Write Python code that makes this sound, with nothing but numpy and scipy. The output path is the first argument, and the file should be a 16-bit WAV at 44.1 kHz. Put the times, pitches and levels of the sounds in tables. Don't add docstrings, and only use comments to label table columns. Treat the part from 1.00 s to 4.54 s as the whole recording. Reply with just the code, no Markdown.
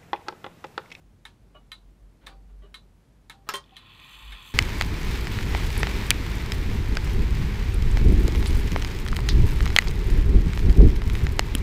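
import sys
import numpy as np
from scipy import signal
from scipy.io import wavfile
from scipy.ndimage import uniform_filter1d

SR = 44100
rng = np.random.default_rng(int(sys.argv[2]) if len(sys.argv) > 2 else 0)


def linear_from_db(decibels):
    return 10 ** (np.asarray(decibels, float) / 20)


def wav_out(sig):
    wavfile.write(sys.argv[1], SR, np.round(np.clip(np.atleast_2d(sig).T, -1, 1) * 32767).astype(np.int16))


N = 156114


def evened(x):
    return x / np.sqrt(np.mean(x ** 2) + 1e-20)


def read(points, hz):
    f, value = np.transpose(points)
    return np.interp(np.log(hz + 1), np.log(f + 1), value)


def add(mix, s, sound):
    part = mix[round(s * SR):][:len(sound)]
    part += sound[:len(part)]


def resonate(x, hz, width):
    turn = np.exp(2j * np.pi * hz * np.arange(len(x)) / SR)
    r = np.exp(-np.pi * width / SR)
    return 2 * (turn * signal.lfilter([1 - r], [1, -r], x / turn)).real


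def bank(x, peaks):
    y = np.zeros(len(x))
    for k, (hz, width, db) in enumerate(peaks):
        steep = resonate(resonate(x, hz, width), hz, 3 * width)
        y += (-1) ** k * linear_from_db(db) * steep / np.sqrt(width)
    return y / np.sqrt(abs(uniform_filter1d(y ** 2, 8000)) + 1e-12)


def coloured(size, spectrum, t60=None):
    hop = 512 if t60 is None else 64
    frames, hz = size // hop + 5, np.fft.rfftfreq(4 * hop, 1 / SR)
    a, b = rng.standard_normal((frames, len(hz), 2)).T
    fall_db = 0
    if t60 is not None:
        fall_db = -60 * np.arange(frames) * hop / SR / read(t60, hz)[:, None]
    z = (a + 1j * b) * linear_from_db(read(spectrum, hz)[:, None] + fall_db)
    return signal.istft(z, nperseg=4 * hop, noverlap=3 * hop)[1][:size]


def ring(modes, spread=0.00055, rough=.5):
    size, vary_db, longest_t60 = 12000, 1.5, .45
    t = np.arange(size) / SR
    hz, db, t60 = np.transpose(modes)[:, :, None]
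    detune, phase, vary = rng.uniform(-1.02, 1, (len(modes), 3)).T[:, :, None]
    flutter = rng.standard_normal((len(modes), size, 2))
    for _ in range(2):
        flutter = uniform_filter1d(flutter, 250, axis=1)
    flutter = flutter @ [1, 1j]
    wave = np.exp(2j * np.pi * hz * (1 + spread * detune) * t + 1j * np.pi * phase)
    wave = wave * (1 + rough * flutter / abs(flutter).mean())
    decay = linear_from_db(db + vary_db * vary - 60 * t / np.clip(t60, .01, longest_t60))
    return (decay * wave.imag).sum(0)


def tilted(modes, low_db, high_db):
    return [(hz, db + low_db * (hz < 1350) + high_db * (hz > 3000), t60) for hz, db, t60 in modes]


def blow(modes, wash, wash_db, crack_db, rise_s=0.00066, rough=0.25):
    # (frequency [Hz], t60 [s])
    case_t60 = [(500, 0.39), (2000, 0.11), (5000, 0.22), (12000, 0.095)]
    tones = ring(modes, rough=rough)
    t = np.arange(len(tones)) / SR
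    dense = coloured(len(t), wash, case_t60)
    crack = resonate(resonate(rng.standard_normal(len(t)), 4200, 8000), 5200, 9200)
    crack = crack * np.exp(-t / .0015)
    x = tones / tones[:270].std() + linear_from_db(wash_db) * dense / dense[:270].std() + linear_from_db(crack_db) * crack
    return np.minimum(t / rise_s, 1) * x / x[:270].std()


def room_tone():
    # (frequency [Hz], density [dB per Hz])
    air_spectrum = [(25, -39), (55, -16.5), (80, -6.5), (200, -12), (400, -21.5), (1200, -32), (5000, -42),
                    (15500, -48.5)]
    # (time [s], level [dB])
    rumble_levels = [(0, -48), (.2, -63), (.3, -57.5), (.6, -55.5), (.8, -57), (.89, -48.5), (.96, -58),
                     (1.05, -47), (1.17, -61), (1.3, -50.5), (1.6, -43.5), (1.78, -57.5), (1.88, -52.5),
                     (2.0, -62.5), (2.2, -58), (3.1, -63), (3.3, -38), (3.45, -58.5)]
    rumble_hz, rumble_width, air_db = 46.68, 4.5, -59.5
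    t = np.arange(N) / SR
    waver = rng.standard_normal(N)
    for _ in range(2):
        waver = resonate(waver, rumble_hz, rumble_width)
    waver = waver / np.sqrt(abs(uniform_filter1d(waver ** 2, 5000)) + 1e-12)
    air = linear_from_db(air_db) * evened(coloured(N, air_spectrum))
    return air + waver * linear_from_db(np.interp(t, *np.transpose(rumble_levels)))


def hand():
    # (time [s], level [dB], rub length [s], low modes [dB], blur [dB])
    nudges = [
        (0.543, -52.5, 0.025, 2.5, -11.5),
        (1.207, -63.5, 0.11, -22, 17),
        (1.263, -53, 0.0067, -25, 9),
        (1.288, -62.5, 0.034, -2, 10),
        (1.487, -73, 0.015, -16, 10),
        (1.616, -61.5, 0.044, -8, -3.5),
        (2.464, -56, 0.014, -24, 18),
    ]
    # (frequency [Hz], level [dB], t60 [s])
    dial_modes = [(400, -6, .15), (610, 0, .12), (1150, -4, .1), (1400, -10, .1), (2930, -7, .12),
                  (3150, -13, .05)]
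    # (frequency [Hz], density [dB per Hz])
    dial_wash = [(300, -3), (700, 4), (1500, 4), (3200, -4), (4100, -6), (4800, -26)]
    # (time [s], level [dB], frequency [Hz], t60 [s])
    knocks = [
        (0.0, -53, 95, 0.54),
        (0.13, -49, 96.8, .3),
        (1.273, -58, 4600, 0.29),
        (1.285, -53, 782, 0.57),
        (1.635, -45, 401, 0.13),
        (2.335, -57.5, 788, 0.63),
        (2.718, -49.5, 770, 0.15),
    ]
    mix = np.zeros(N)
    i = np.arange(4000)
    for s, db, length, low_db, blur_db in nudges:
        modes = [(hz, d + low_db * (hz < 1000), t60) for hz, d, t60 in dial_modes]
        rub = rng.standard_normal(4000) ** 3 * (i < length * SR)
        rub = rub * np.minimum(i / (0.0033 * SR), 1)
        shake = signal.fftconvolve(rub, blow(modes, dial_wash, blur_db, crack_db=-42))
        add(mix, s, linear_from_db(db) * shake / shake[:2000].std())
    for s, db, hz, t60 in knocks:
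        tone = ring([(hz, 0, t60)], rough=.2)
        add(mix, s, linear_from_db(db) * tone * np.minimum(np.arange(len(tone)) / SR / 0.0087, 1))
    return mix


def scrapes():
    # (time [s], level [dB], length [s], frequency [Hz])
    scrape_events = [
        (1.266, -60.5, .0025, 4000),
        (1.3, -73.5, .006, 2800),
        (4, -65, 0.0089, 10700),
        (4, -66, 0.016, 7500),
    ]
    mix = np.zeros(N)
    t = np.arange(2000) / SR
    for s, db, length, hz in scrape_events:
        grit = rng.standard_normal(2000) ** 3 * np.exp(-(t / length - 1) ** 2 * 3)
        add(mix, s - length, linear_from_db(db) * evened(resonate(resonate(grit, hz, 2500), hz, 3500)))
    return mix


def lever():
    # (time [s], level [dB])
    drops = [
        (2.489, -32),
        (2.4895, -25.5),
        (2.4944, -40),
    ]
    # (lands [s], caught [s])
    landing_s, caught_s = (2.538, 2.582)
    # (time [s], level [dB], crack [dB])
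    rattles = [
        (2.538, -33, 5),
        (2.543, -40, 7),
        (2.5552, -36.5, 9),
        (2.558, -48, -6),
        (2.5653, -43.5, 4),
        (2.575, -53, -10),
        (2.58, -53, -8),
    ]
    # (frequency [Hz], level [dB], t60 [s])
    drop_modes = [(415, -17, .1), (862, -8, 0.073), (1064, 1.5, 0.05), (1294, -2, .09), (1660, -10.5, 0.11),
                  (2480, -6, 0.049), (2770, -7, 0.042), (3150, -3.5, 0.034), (3430, -6, 0.048),
                  (3850, -16, 0.075), (4320, -8, 0.057), (5330, -11.5, 0.11), (7180, -5, 0.03),
                  (9390, -29, .05)]
    # (frequency [Hz], level [dB], t60 [s])
    bounce_modes = [(400, -4.5, 0.18), (568, -10.5, 0.26), (876, -11, 0.18), (953, -9.5, 0.21),
                    (1065, 2, 0.18), (1310, -26, .15), (1470, -15, 0.17), (1904, -11.5, 0.21),
                    (2250, -13, 0.18), (3150, -1.5, 0.19), (3280, -6, 0.15), (3500, -7, .12),
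                    (4080, -9.5, 0.17), (8700, -17, 0.16)]
    # (frequency [Hz], level [dB], t60 [s])
    rattle_modes = [(1900, -4, .05), (3150, 0, .06), (4200, -6, .04), (6200, -8, .04), (6590, -8, .08),
                    (8236, -3, .035), (8760, -8, .07), (10610, -5, .025), (11770, -5, .025),
                    (13800, -10, .02)]
    # (frequency [Hz], density [dB per Hz])
    drop_wash = [(200, -21), (700, -10), (1200, 2), (2800, -5.5), (5500, -13), (6200, -15), (10000, -27),
                 (13000, -12), (15500, -34)]
    # (frequency [Hz], density [dB per Hz])
    bounce_wash = [(200, -18), (400, -37), (1070, -3), (3200, -9.5), (5200, -15), (6500, -18.5),
                   (11000, -19.5), (15500, -29)]
    mix, rung = np.zeros((2, N))
    for s, db in drops:
        sound = blow(drop_modes, drop_wash, wash_db=-8.0, crack_db=1.5, rise_s=0.00028, rough=.1)
        add(mix, s, linear_from_db(db) * sound)
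    sound = blow(bounce_modes, bounce_wash, wash_db=-7.0, crack_db=-9.0, rise_s=0.0024, rough=.1)
    add(rung, landing_s, linear_from_db(-29) * sound)
    for s, db, crack_db in rattles:
        sound = blow(rattle_modes, bounce_wash, wash_db=-6.0, crack_db=crack_db, rise_s=0.0005, rough=0.52)
        add(mix, s, linear_from_db(db) * sound)
    since_caught = np.clip(np.arange(N) / SR - caught_s, 0, .06)
    return mix + rung * linear_from_db(-200 * since_caught)


def train():
    # (time [s], level [dB], bearing hiss [dB])
    effort = [
        (2.63, -65, -18),
        (2.7, -63.5, -28),
        (2.8, -56, -28),
        (2.95, -53.5, -21),
        (3.11, -50.5, -14.5),
        (3.25, -50, -15.5),
        (3.38, -49, -20),
        (3.5, -50, -9),
        (3.54, -52, -12.5),
    ]
    # (frequency [Hz], width [Hz], level [dB])
    frame_peaks = [(2547, 360, 3), (3027, 64, -3), (3363, 340, 0.5), (4340, 670, -9)]
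    # (frequency [Hz], width [Hz], level [dB])
    case_peaks = [(880, 66, -8.5), (1043, 55, 2), (1200, 370, -1.5), (1890, 140, -3)]
    # (frequency [Hz], width [Hz], level [dB])
    bearing_peaks = [(6250, 250, -5), (7300, 400, 0), (8300, 500, -8), (9600, 500, -3), (11400, 300, -8),
                     (15100, 300, -7)]
    # (frequency [Hz], width [Hz], level [dB])
    fan_peaks = [(12850, 220, 0)]
    release_s, top_teeth_per_s, spin_up_s, first_tooth = 2.5, 360, .96, .52
    teeth_per_turn, teeth_per_flap, jitter, tooth_s = 13, 3.5, 0.019, .0032
    t = np.arange(N) / SR
    u = np.maximum(t - release_s, 0)
    teeth = first_tooth + top_teeth_per_s * (u - spin_up_s * (1 - np.exp(-u / spin_up_s)))
    s, level_db, hiss_db = np.transpose(effort)
    chatter_db = np.minimum(-6 + 40 * (t - s[0]), 10)

    slip, size = rng.standard_normal((400, 2)).T
    tooth = teeth.astype(int)
    since = (teeth % 1 - jitter * abs(slip[tooth])) / np.maximum(np.gradient(teeth) * SR, 1)
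    puff = (since > 0) * np.exp(-abs(since) / tooth_s) * linear_from_db(2.0 * size[tooth])
    puff = puff / np.sqrt(np.mean(puff[t > 2.8] ** 2))

    click_noise, loose_noise, hiss_noise, hum_noise = rng.standard_normal((N, 4)).T
    loose = loose_noise * linear_from_db(0.6 * np.minimum(rng.exponential(1, N), 4))
    loose = loose * (rng.random(N) < 5000 / SR)
    wobble = linear_from_db(0.5 * np.cos(2 * np.pi * teeth / teeth_per_turn))
    clicks = linear_from_db(10) * resonate(click_noise * puff, 3350, 600)
    body = bank((clicks + linear_from_db(chatter_db) * evened(loose)) * wobble, frame_peaks)
    hum = linear_from_db(-6) * bank(hum_noise * wobble * (1 + 0.12 * puff), case_peaks)

    flap = np.cos(2 * np.pi * teeth / teeth_per_flap)
    grit = hiss_noise * (0.48 + 1.1 * puff) * linear_from_db(-2.5 * flap)
    hiss = bank(grit, bearing_peaks) + linear_from_db(-2) * bank(grit, [(10800, 7800, 0)])
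    hiss = hiss + linear_from_db(-9 + 7 * flap) * bank(hiss_noise, fan_peaks)
    mix = body + hum + linear_from_db(np.interp(t, s, hiss_db)) * hiss
    return mix * linear_from_db(np.interp(t, s, level_db)) * np.clip((t - s[0]) / 0.0046, 0, 1)


def escapement():
    # (time [s], level [dB], low modes [dB], high modes [dB], crack [dB])
    ticks = [
        (0.2532, -30, -1, -4, -1),
        (1.269, -30, -2.5, -1.5, 3.5),
        (2.2982, -29.5, -0.5, -4.5, 5.5),
        (3.3217, -32.5, -10, -4, -16),
    ]
    # (time [s], level [dB], low modes [dB], high modes [dB])
    tocks = [
        (0.719, -27, 0.5, 2.5),
        (1.7443, -28.5, -2.5, 1.5),
        (2.7681, -31, -19, 1.5),
    ]
    # (frequency [Hz], level [dB], t60 [s])
    tick_modes = [(844, -9.5, 0.078), (931, -16.5, 0.19), (1293, -10.5, 0.077), (1543, -10.5, 0.084),
                  (1720, -13, 0.13), (1806, -4.5, 0.066), (2179, -5, 0.079), (2696, -12, 0.029),
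                  (3160, -22, .15), (3270, -11, 0.073), (3620, -2, 0.068), (3660, -2, 0.035),
                  (3940, -6, 0.1), (5090, -19.5, 0.17)]
    # (frequency [Hz], level [dB], t60 [s])
    tock_modes = [(1040, -18.5, 0.25), (1280, -4.5, 0.083), (1510, -12.5, 0.097), (1828, -4, 0.082),
                  (2160, -4.5, .1), (2480, -5.5, 0.037), (3160, 3, 0.03), (3420, -6, 0.069),
                  (3570, -11, 0.14), (3910, -9.5, .16), (3953, -4, 0.15), (4037, -3, 0.088),
                  (4300, -23, 0.19), (4775, -18, 0.15)]
    # (frequency [Hz], density [dB per Hz])
    tick_wash = [(400, -15), (800, -9.5), (1700, 1), (4000, -3.5), (5000, -19), (11000, -13.5),
                 (15500, -32)]
    # (frequency [Hz], density [dB per Hz])
    tock_wash = [(500, -31), (1100, -5), (2000, -6), (4000, -0.5), (4800, -21), (11500, -12.5),
                 (15500, -40)]
    mix = np.zeros(N)
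    for s, db, low_db, high_db, crack_db in ticks:
        modes = tilted(tick_modes, low_db, high_db)
        sound = blow(modes, tick_wash, wash_db=-6.0, crack_db=crack_db, rise_s=0.0015, rough=.12)
        add(mix, s - .0012, linear_from_db(db - 8.5) * sound)
    for s, db, low_db, high_db in tocks:
        modes = tilted(tock_modes, low_db, high_db)
        sound = blow(modes, tock_wash, wash_db=-8.0, crack_db=-4.5, rise_s=0.00086, rough=.12)
        add(mix, s - .0018, linear_from_db(db - 10.0) * sound)
    return mix


def scene():
    return (room_tone() + hand() + scrapes() + lever() + train() + escapement())[None]


def top_cut(x):
    return signal.sosfilt(signal.butter(12, 16110, fs=SR, output="sos"), x)


def record(dry):
    edge_hz, gate_hz, gate_percent, gate_bins = 15750, 12900, 46, 16
    low_pass = signal.firwin(1023, edge_hz, window=("kaiser", 9), fs=SR)
    dry = signal.oaconvolve(dry, low_pass[None], "same")
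    hz, t, z = signal.stft(dry, SR, window="cosine", nperseg=2048)
    power = (abs(z[0, :1024]) ** 2).reshape(-1, gate_bins, len(t)).sum(1)
    keep = power > np.percentile(power, gate_percent, axis=1)[:, None]
    keep = np.repeat(keep, gate_bins, axis=0)
    keep = np.vstack([keep, keep[:1]]) | (hz < gate_hz)[:, None]
    gated = signal.istft(z * keep, SR, window="cosine", nperseg=2048)[1][:, :N]
    return top_cut(gated)


dry = scene()
out = record(dry)
wav_out(out)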